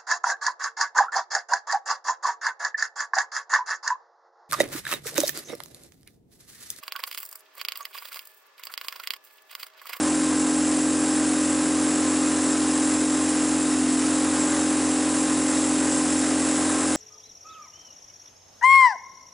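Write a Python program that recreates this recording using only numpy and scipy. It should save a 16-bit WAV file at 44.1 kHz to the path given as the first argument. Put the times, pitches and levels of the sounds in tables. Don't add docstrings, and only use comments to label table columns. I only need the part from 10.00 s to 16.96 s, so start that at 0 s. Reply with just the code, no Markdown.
import sys
import numpy as np
from scipy import signal
from scipy.fft import rfft, irfft, next_fast_len
from scipy.io import wavfile

SR = 44100
rng = np.random.default_rng(int(sys.argv[2]) if len(sys.argv) > 2 else 0)


def wav_out(sig):
    wavfile.write(sys.argv[1], SR, np.round(np.clip(np.atleast_2d(sig).T, -1, 1) * 32767).astype(np.int16))


N = 306936

# (time [s], speed [turns/s])
SHAFT_SPEED = [(0.0, 43.81), (0.6, 43.54), (1.08, 43.76), (1.2, 43.6), (1.68, 43.78), (1.92, 43.62),
               (3.6, 43.67), (3.84, 43.22), (3.96, 43.54), (4.56, 43.77), (4.92, 43.55), (5.16, 43.77),
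               (5.4, 43.53), (5.52, 43.81), (5.76, 43.55), (5.88, 43.86), (6.0, 43.58), (6.96, 43.95)]
# (order [multiples of shaft speed], level [dB])
GROWL_ORDERS = [(9.5, -26), (10.5, -28), (12, -17), (13, -18.5), (13.5, -28), (14, -24.5), (17, -23.5),
                (18, -21), (19, -21.5), (20, -28), (22, -31.5), (23, -24), (24.5, -27), (25, -34),
                (26, -31), (28, -29.5), (30, -28), (31, -38), (36, -23.5)]
# (frequency [Hz], relative density [dB])
CLATTER_SPECTRUM = [(25, -34), (60, -19), (110, -11), (140, -6), (180, -10), (280, 9), (370, -1), (650, 0),
                    (920, -3), (1150, -1), (1700, -2.5), (2300, -10.5), (3500, -14.5), (9000, -18)]
# (frequency [Hz], relative density [dB])
WATER_SPECTRUM = [(1000, -19), (2500, -4.5), (3400, -6), (4600, -5), (6000, -3), (7200, -0.5), (8200, -0.5),
                  (9300, 2), (10200, -0.5), (11000, -19.5)]
# (frequency [Hz], width [Hz], level relative to the ringing layer [dB])
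METAL_MODES = [(1196, 97, -16), (1940, 160, -9.5), (2522, 36, -16), (2738, 20, -16), (3800, 130, -13),
               (5080, 87, -13), (5350, 200, -9), (6180, 59, -12), (6720, 60, -10), (6940, 90, -10),
               (7390, 200, -5.5), (7496, 63, -1), (7710, 110, 0.5), (8710, 105, -3), (10065, 83, -7.5)]
# (order [multiples of shaft speed], level [dB], sign [+1 or -1])
EXHAUST_ORDERS = [(1, -68, 1), (3, -62.5, -1), (4, -45.5, -1), (4.5, -54, 1), (5, -42.5, 1), (8, -47, -1),
                  (9, -42, 1), (10, -46, 1), (11, -45.5, 1)]
# (time [s], beat rate [beats/s])
SECOND_ENGINE_BEAT_RATE = [(0, 3.45), (3.7, 3.45), (3.9, 3.9), (6.96, 3.9)]
# (level at governed speed and time 0 [dB], change with speed [dB per turn/s], creep [dB/s])
SIXTH_ORDER_LAW = (-28, -5, 0.046)
SEVENTH_ORDER_LAW = (-24.5, -0.5, -0.27)
THUD_LEVEL_LAW = (-48.0, 1.0, 0.25)
GROWL_LEVEL_LAW = (-26, 8.7, 0.23)
CLATTER_LEVEL_LAW = (-33, 3.5, 0.12)
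HISS_LEVEL_LAW = (-31.0, 2.4, 0.2)

GOVERNED_SPEED = 43.66
CUTOFF_HZ = 10500
SECOND_ENGINE_DB, FIRST_BEAT_S = -59, 0.059

SHIFT_S, SHIFT_HALF_LENGTH_S = 3.94, 0.12
LOW_PANEL_DB, LOW_PANEL_SHIFT_DB = -53, 10.5
HIGH_PANEL_DB, HIGH_PANEL_SHIFT_DB = -47, -5
SIXTH_SHIFT_DB, GROWL_SHIFT_DB, CLATTER_SHIFT_DB = 1.3, -5, 0.2


def from_db(db):
    return 10 ** (np.asarray(db) / 20)


def rms_one(x):
    return x / np.sqrt(np.mean(x ** 2) + 1e-20)


def curve_in_time(rows):
    times, values = np.transpose(rows)
    return np.interp(np.arange(N) / SR, times, values)


def drift(rate_hz):
    step = 40
    pole = np.exp(-2 * np.pi * step * rate_hz / SR)
    noise = rng.standard_normal(N // step + 2002)
    slow = signal.lfilter([1], [1, -2 * pole, pole * pole], noise)
    slow = rms_one(slow[2000:])
    return np.interp(np.arange(N) / step, np.arange(len(slow)), slow)


def coloured_noise(spectrum):
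    hz, db = np.transpose(spectrum)
    size = next_fast_len(N, real=True)
    bins_hz = np.maximum(np.fft.rfftfreq(size, 1 / SR), 1)
    gain = from_db(np.interp(np.log(bins_hz), np.log(hz), db))
    white = rfft(rng.standard_normal(size))
    return rms_one(irfft(white * gain, size)[:N])


def ringing_noise(hz, width_hz):
    r = np.exp(-np.pi * abs(width_hz) / SR)
    feedforward = np.array([1, 0, -1]) * (1 - r * r) / 2
    feedback = [1, -2 * r * np.cos(2 * np.pi * hz / SR), r * r]
    return rms_one(signal.lfilter(feedforward, feedback, rng.standard_normal(N)))


def throb(angle, per_turn, per_firing, per_valve):
    swing = 1 - per_turn * np.cos(angle)
    swing -= per_firing * np.cos(2 * angle)
    swing += per_valve * np.sin(4 * angle)
    return rms_one(swing)


def tone(angle, order, waver_db, waver_hz):
    return rms_one(np.cos(order * angle) * from_db(waver_db * drift(waver_hz)))


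def level_db(law, speed):
    base_db, db_per_speed, db_per_s = law
    return base_db + db_per_speed * (speed - GOVERNED_SPEED) + db_per_s * np.arange(N) / SR


def panel_shift():
    away = (np.arange(N) / SR - SHIFT_S) / SHIFT_HALF_LENGTH_S
    return 1 / (1 + away ** 4)


def shaft(speed, unevenness=.0012):
    return 2 * np.pi * np.cumsum(speed * (1 + unevenness * drift(12.3))) / SR


def drone(angle, speed, twist_rad=0.03):
    twisted = angle + twist_rad * np.cos(angle / 2)
    sixth_db = level_db(SIXTH_ORDER_LAW, speed) + SIXTH_SHIFT_DB * panel_shift()
    sixth = from_db(sixth_db) * tone(twisted, order=6, waver_db=0.17, waver_hz=13)
    seventh_db = level_db(SEVENTH_ORDER_LAW, speed)
    seventh = from_db(seventh_db) * tone(twisted, order=7, waver_db=0.1, waver_hz=15)
    flutter = 1 + .035 * ringing_noise(hz=18, width_hz=6)
    return (sixth + seventh) * flutter


def exhaust(angle, speed):
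    thud = from_db(level_db(THUD_LEVEL_LAW, speed)) * tone(angle, order=2, waver_db=0, waver_hz=5)
    weaker = 0
    for order, db, sign in EXHAUST_ORDERS:
        weaker += np.sign(sign) * from_db(db) * tone(angle, order, waver_db=1.15, waver_hz=3.8)
    return thud + weaker


def growl(angle, speed, lead_turns=.32, scatter_rad=0.064, smear_rad=.3):
    lines = 0
    for order, db in GROWL_ORDERS:
        path = 2 * np.pi * lead_turns + scatter_rad * rng.standard_normal()
        path += smear_rad / order * drift(3.3)
        lines += from_db(db) * tone(angle + path, order, waver_db=1.5, waver_hz=3)
    growl_db = level_db(GROWL_LEVEL_LAW, speed) + GROWL_SHIFT_DB * panel_shift()
    return from_db(growl_db) * lines


def panel_buzz(angle):
    low_db = LOW_PANEL_DB + LOW_PANEL_SHIFT_DB * panel_shift()
    high_db = HIGH_PANEL_DB + HIGH_PANEL_SHIFT_DB * panel_shift()
    low = from_db(low_db) * tone(angle, order=16, waver_db=2.5, waver_hz=9.5)
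    high = from_db(high_db) * tone(angle, order=24, waver_db=4.5, waver_hz=7.9)
    return low + high


def clatter(angle, speed):
    ring_db = -16.5 + HIGH_PANEL_SHIFT_DB * panel_shift()
    ring = from_db(ring_db) * ringing_noise(hz=1028, width_hz=40)
    noise = coloured_noise(CLATTER_SPECTRUM) + ring
    clatter_db = level_db(CLATTER_LEVEL_LAW, speed) + CLATTER_SHIFT_DB * panel_shift()
    clatter_db += 0.87 * drift(12)
    return from_db(clatter_db) * noise * throb(angle, per_turn=0.16, per_firing=0.029, per_valve=0.081)


def ringing(angle, hiss_db):
    modes = 0
    for hz, width_hz, db in METAL_MODES:
        modes += from_db(db + 1.86 * drift(12.4)) * ringing_noise(hz, width_hz)
    return from_db(hiss_db - 8.0) * modes * throb(angle, per_turn=0.13, per_firing=0.12, per_valve=0.12)


def water(angle, hiss_db):
    rush = from_db(hiss_db - 2.5 + 0.51 * drift(42)) * coloured_noise(WATER_SPECTRUM)
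    return rush * throb(angle, per_turn=0.084, per_firing=0.018, per_valve=0.018)


def second_engine(angle):
    beat_rate = curve_in_time(SECOND_ENGINE_BEAT_RATE)
    beats = np.cumsum(beat_rate) / SR - beat_rate[0] * FIRST_BEAT_S
    return from_db(SECOND_ENGINE_DB) * rms_one(np.cos(2 * angle + 2 * np.pi * beats))


def scene():
    speed = curve_in_time(SHAFT_SPEED)
    angle = shaft(speed)
    hiss_db = level_db(HISS_LEVEL_LAW, speed) + .25 * drift(3)
    engine = drone(angle, speed) + exhaust(angle, speed)
    engine += growl(angle, speed) + panel_buzz(angle)
    engine += clatter(angle, speed) + ringing(angle, hiss_db)
    at_microphone = engine + water(angle, hiss_db) + second_engine(angle)
    return np.tile(at_microphone, (2, 1))


def record(dry):
    low_pass = signal.ellip(12, .1, 85, CUTOFF_HZ, fs=SR, output="sos")
    return signal.sosfilt(low_pass, dry)


dry = scene()
out = record(dry)
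wav_out(out)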